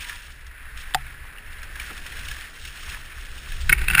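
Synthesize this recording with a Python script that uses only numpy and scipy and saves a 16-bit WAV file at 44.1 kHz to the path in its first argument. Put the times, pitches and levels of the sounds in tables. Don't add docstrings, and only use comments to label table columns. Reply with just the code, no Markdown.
import sys
import numpy as np
from scipy import signal
from scipy.fft import rfft, irfft, next_fast_len
from scipy.io import wavfile
from scipy.ndimage import map_coordinates

SR = 44100
rng = np.random.default_rng(int(sys.argv[2]) if len(sys.argv) > 2 else 0)


def file_out(sig):
    cols = np.atleast_2d(sig).T
    lim = np.clip(cols, -1, 1)
    pcm = np.round(lim * 32767).astype(np.int16)
    wavfile.write(sys.argv[1], SR, pcm)


N = 176400

# (s, crunch dB, level of its treble dB)
CRUNCH = [(0, -39.5, -37), (.1, -39.5, -37.5), (.2, -45, -43), (.32, -50, -50.5), (.55, -47, -62), (.74, -46, -58),
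          (.8, -44.5, -41), (.87, -42, -48), (1.02, -43, -50), (1.2, -45, -57.5), (1.45, -43, -55.5), (1.7, -43, -49.5),
          (1.82, -39.5, -40.5), (1.93, -41.5, -42), (2.02, -44, -44), (2.2, -40, -40.5), (2.3, -41, -38.5), (2.45, -43, -42),
          (2.53, -45.5, -45), (2.65, -48.5, -41), (2.75, -45, -42.5), (2.86, -43, -39.5), (2.93, -38, -36), (3.02, -45, -46.5),
          (3.27, -44.5, -44.5), (3.4, -45, -41.5), (3.53, -43, -38), (3.68, -46.5, -43)]
WIND = [(0, -41.5), (.4, -42), (.67, -38.5), (1.1, -37), (1.4, -43), (1.67, -37), (2.1, -39.5),
        (2.31, -31.5), (2.4, -41.5), (2.54, -48.5), (2.63, -34), (2.72, -44), (2.85, -39.5), (2.92, -29), (3.0, -38),
        (3.4, -38.5), (3.48, -34), (3.68, -24), (3.74, -27.5), (3.82, -20), (3.87, -29), (3.92, -22.5), (4, -34)]
# (s, peak dB, pitch Hz, bright part dB over it)
STONES = [(0.007, -26.5, 2400, -15), (0.083, -29, 3520, -17), (0.0948, -26.5, 1830, -5), (0.4656, -34.5, 1740, -1), (0.7732, -29.5, 1630, 0.5),
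          (1, -30, 1710, -24), (1.5294, -35, 2820, -2.5), (1.6302, -27.5, 1620, -3),
          (1.7555, -32.5, 1640, 0.5), (1.7978, -22.5, 2300, -2.5), (1.9036, -23, 1770, -29), 
          (1.976, -31.5, 1670, -2), (2.0646, -22, 1960, -6.5), (2.1193, -28, 3240, -21), (2.284, -24, 2270, -2.5),
          (2.3132, -22, 1680, -3.5), (2.6498, -25.5, 2870, -4), (2.83, -26.5, 1670, -9),
          (2.94, -32, 1770, -3), (3.519, -23, 2190, -8), (3.981, -17, 5130, -25)]
# (s, peak dB, centre of its colour Hz, middle modes dB over the outer ones, crack dB over it, time to peak s)
TWIGS = [(3.693, -1.5, 1900, -4, -18.5, 0.0042), (3.701, -13, 2200, 2, -27, 0.0016), (3.7197, -15, 2200, 2, -27, 0.0033), (3.7247, -3, 2000, 5, -26, .0045),
         (3.788, -24.5, 2300, -4, -14, .0069), (3.814, -19.5, 1550, -1, -14, 0.0047), (3.882, -7.5, 2100, -12, -16, 0.0028),
         (3.900, -7.5, 2110, -14, -20, .0025), (3.907, -10, 1900, -16, -32, 0.0037), (3.926, -21, 2600, -10, -24, .002), (3.933, -13.5, 1700, -8, -16, 0.0035),
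         (3.945, -14.5, 2000, 0, -21, .002), (3.9485, 0, 1890, -9, -16, .003), (3.960, -17, 1600, -6, -22, 0.0031), (3.973, -8.5, 1600, -6, -25, 0.0031),
         (3.9794, -4.5, 1800, -5, -13.5, .003), (3.987, -15, 2200, 8, -29, 0.0042), (3.9943, 0, 2330, 4.5, -22, .002)]
SCRAPE = [(3.68, -57, -56), (3.71, -31, -28), (3.76, -36, -45), (3.79, -35, -43), (3.84, -33, -37), (3.87, -37.5, -48), (3.9, -27, -34), (3.94, -31.5, -35.5), (4, -19.5, -56)]  # (s, rasp dB, low shake dB)
CASE = [(790, -2), (1500, 1.5), (1880, -2), (2200, 0.5), (2620, 0.5), (3600, -11)]
KNOCK = [(134.2, -29, 0.39), (738, -8.5, 0.076), (784, -6, 0.068), (861, -10, 0.07), (1240, -10, 0.025), (1390, -4, 0.015), (1830, 4.5, 0.0082), (2604, -9, 0.018), (3550, -5, 0.015), (4900, -6, 0.015)]  # (Hz, dB, t60 s)
BODY = [(500, -27), (850, -18.5), (1200, -10), (1500, -4), (1750, 0), (2050, -6), (2650, -9), (3000, -16.5), (3800, -19.5), (5500, -28.5)]  # (Hz, dB per Hz)
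BRIGHT = [(1800, -31), (2550, -3.5), (3300, -5), (4800, -13.5), (5500, -7), (6500, -12.5)]
RUMBLE = [(6, -25.5), (12, 0.5), (27, 1.5), (45, -5.5), (65, -2), (80, -14), (95, -20), (130, -19), (170, -36), (260, -48.5)]
FLUTTER = [(90, -13), (150, -2.5), (560, -8.5), (1000, -14), (1500, -25)]
RASP = [(550, -67), (780, -10), (1050, -10), (1550, 2.5), (2100, 1.5), (2600, 2), (3100, -9.5), (6000, -19.5)]
HOLD_HZ, TOP_HZ, ROLL_HZ = 12000, 16414, 15350
ROLL_DB = -21.5
FLUTTER_DB = [(0, -56), (.2, -61), (.9, -58), (1.89, -55), (1.915, -41.5), (1.94, -51), (2.6, -57), (2.9, -54), (3.1, -57.5), (4, -54)]  # (s, flutter dB)
KNOCK_S = .9462
KNOCK_DB, TICK_LEAD_S, TICK_DB = -8, .0068, -21
GUARD_HZ = 5813
OFF_CENTRE_DB = -18
MIDDLE_HZ = 1700, 2400
THUMP_DB, THUMP_HZ = -24.5, 149.4
HUM_S = None
HUM_HZ, HUM_DB, HUM_PEAK_S = 965, -48, 0.067


def amp(db):
    return 10 ** (np.asarray(db) / 20)


def unit(x):
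    return x / np.sqrt(np.mean(x ** 2) + 1e-20)


def curves(rows):
    s, *cols = np.transpose(rows)
    return [np.interp(np.arange(N) / SR, s, c) for c in cols]


def wobble(rate):
    return map_coordinates(rng.standard_normal(int(N * rate / SR) + 4), [np.arange(N) * rate / SR])


def coloured(x, spectrum):
    m = next_fast_len(N + 8192)
    f, v = np.transpose(spectrum)
    gain = amp(np.interp(np.log(np.fft.rfftfreq(m, 1 / SR) + 1), np.log(f + 1), v))
    return unit(irfft(rfft(x, m) * gain, m)[:N])


def grit(per_s, spread_db, life_s, share):
    hits = (rng.random(N) < per_s / SR) * amp(spread_db * rng.exponential(size=N))
    bursts = signal.lfilter([1], [1, -np.exp(-1 / (life_s * SR))], hits)
    return rng.standard_normal(N) * (1 + share * unit(bursts))


def add(out, s, x):
    part = out[round(s * SR):][:len(x)]
    part += x[:len(part)]


def ring(modes, t, rise_s, scatter_db, loose=1):
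    dice = rng.standard_normal((len(modes), 2))
    return (1 - np.exp(-t / rise_s)) * sum(amp(db + scatter_db * a - 60 * t / t60) * np.sin(2 * np.pi * hz * t + np.pi * k + loose * b)
                                           for k, ((hz, db, t60), (a, b)) in enumerate(zip(modes, dice)))


def tyres():
    body_db, bright_db = curves(CRUNCH)
    surge_db = 0.89 * wobble(8.75) + 0.62 * wobble(25.43)
    fade = np.arange(N) < 3.7 * SR
    body = amp(body_db + surge_db) * coloured(grit(per_s=210, spread_db=1.5, life_s=0.0044, share=0.36), BODY)
    bright = amp(bright_db + 1.3 * surge_db + 1.37 * wobble(60)) * coloured(grit(per_s=360, spread_db=2.5, life_s=0.003, share=0.6), BRIGHT)
    ticks = amp(body_db - 8) * pebbles(per_s=200, centre_hz=1993, spread=0.26, size_db=2.5, life_s=0.0011)
    return (body + bright + ticks) * fade


def stones():
    out, spit, tail, t = np.zeros(N), np.zeros(N), np.zeros(N), np.arange(SR // 10) / SR
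    for s, db, hz, bright_db in STONES:
        tone = ring([(hz, -6, .05), (hz * 1.3, -11, .04), (hz * 0.755, -11, .04)], t, rise_s=.001, scatter_db=-4.5)
        add(out, s - .001, amp(db) * tone * swell(t, peak_s=0.0041))
        add(spit, s - .001, amp(db + bright_db - 5.0) * (swell(t, peak_s=0.0025) + 0.27 * swell(t, peak_s=0.009)))
        add(tail, s - .003, amp(db - 18.5) * swell(t, peak_s=0.0096))
    return out + spit * coloured(rng.standard_normal(N), BRIGHT) + tail * coloured(rng.standard_normal(N), BODY)


def wind():
    t = np.arange(N) / SR
    hum = amp(HUM_DB + 3 * wobble(33)) * swell(t, HUM_PEAK_S) * np.sin(2 * np.pi * HUM_HZ * t)
    rumble = unit(amp(1.87 * wobble(14)) * coloured(rng.standard_normal(N), RUMBLE))
    flutter = amp(1.4 * wobble(5.82)) * coloured(rng.standard_normal(N), FLUTTER)
    return amp(curves(WIND)[0]) * rumble + amp(curves(FLUTTER_DB)[0]) * flutter + hum


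def knock():
    out, t = np.zeros(N), np.arange(SR // 2) / SR
    crack = rng.standard_normal(len(t)) * amp(-1.5 - 60 * t / 0.024)
    add(out, KNOCK_S, amp(KNOCK_DB) * (ring(KNOCK, t, rise_s=0.00038, scatter_db=0.5, loose=0.19) + crack))
    add(out, KNOCK_S - TICK_LEAD_S, amp(TICK_DB) * np.sin(2 * np.pi * 3300 * t) * swell(t, peak_s=0.00046))
    return out


def twigs():
    out, crack, crunch, thump = np.zeros((4, N))
    t = np.arange(SR // 10) / SR
    for s, db, centre_hz, middle_db, crack_db, peak_s in TWIGS:
        modes = [(hz * (1 + 0.02 * rng.standard_normal()), level + (MIDDLE_HZ[0] < hz < MIDDLE_HZ[1]) * middle_db + OFF_CENTRE_DB * np.log2(hz / centre_hz) ** 2, .1) for hz, level in CASE]
        add(out, s, amp(db - 5.5) * ring(modes, t, rise_s=0.00052, scatter_db=2.0) * swell(t, peak_s, sharp=2.66))
        add(crack, s, amp(db + crack_db) * swell(t, 0.41 * peak_s))
        add(crunch, s, amp(db - 17) * swell(t, 1.11 * peak_s))
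        add(thump, s, amp(db + THUMP_DB) * swell(t, peak_s=0.0056) * np.sin(2 * np.pi * THUMP_HZ * t))
    rasp_db, shake_db = curves([(SCRAPE[0][0] - .01, -120, -120)] + list(SCRAPE))
    rasp = coloured(grit(per_s=126, spread_db=-5, life_s=0.0029, share=0.56), RASP)
    shake = coloured(rng.standard_normal(N), [(70, -52), (120, 9.5), (180, -4), (260, -19.5), (370, -3.5), (500, -27), (900, -23)])
    return (out + crack * coloured(rng.standard_normal(N), [(2000, -11.5), (3300, 2.5), (6000, -15.0)]) + crunch * coloured(rng.standard_normal(N), RASP)
            + amp(rasp_db) * rasp + amp(shake_db) * shake + thump)


def swell(t, peak_s, sharp=1.63):
    u = t / max(peak_s, 3e-4)
    return (u * np.exp(1 - u)) ** sharp


def pebbles(per_s, centre_hz, spread, size_db, life_s):
    u = rng.random((int(per_s * N / SR), 3))
    hz = centre_hz * np.exp(spread * rng.standard_normal(len(u)))[:, None]
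    k = np.arange(600)
    tick = amp(-size_db * np.log(u[:, 1:2])) * swell(k / SR, life_s) * np.sin(2 * np.pi * hz * k / SR)
    return unit(np.bincount(((u[:, :1] * N).astype(int) + k).ravel(), tick.ravel())[:N])


def scene():
    return np.tile(tyres() + stones() + wind() + knock() + twigs(), (2, 1))


def record(dry):
    long = np.pad(dry, ((0, 0), (0, SR)))
    hz = np.fft.rfftfreq(long.shape[1], 1 / SR)
    long = irfft(rfft(long) / (1 + (hz / GUARD_HZ) ** 40), long.shape[1])
    slow = np.clip(signal.resample(long, long.shape[1] * HOLD_HZ // SR, axis=1), -.92, .92)
    held = signal.resample(np.repeat(slow, 4, axis=1), long.shape[1], axis=1)
    return irfft(rfft(held) * np.where(hz < ROLL_HZ, 1, amp(ROLL_DB)) * (hz < TOP_HZ), long.shape[1])[:, :N]


dry = scene()
out = record(dry)
file_out(out)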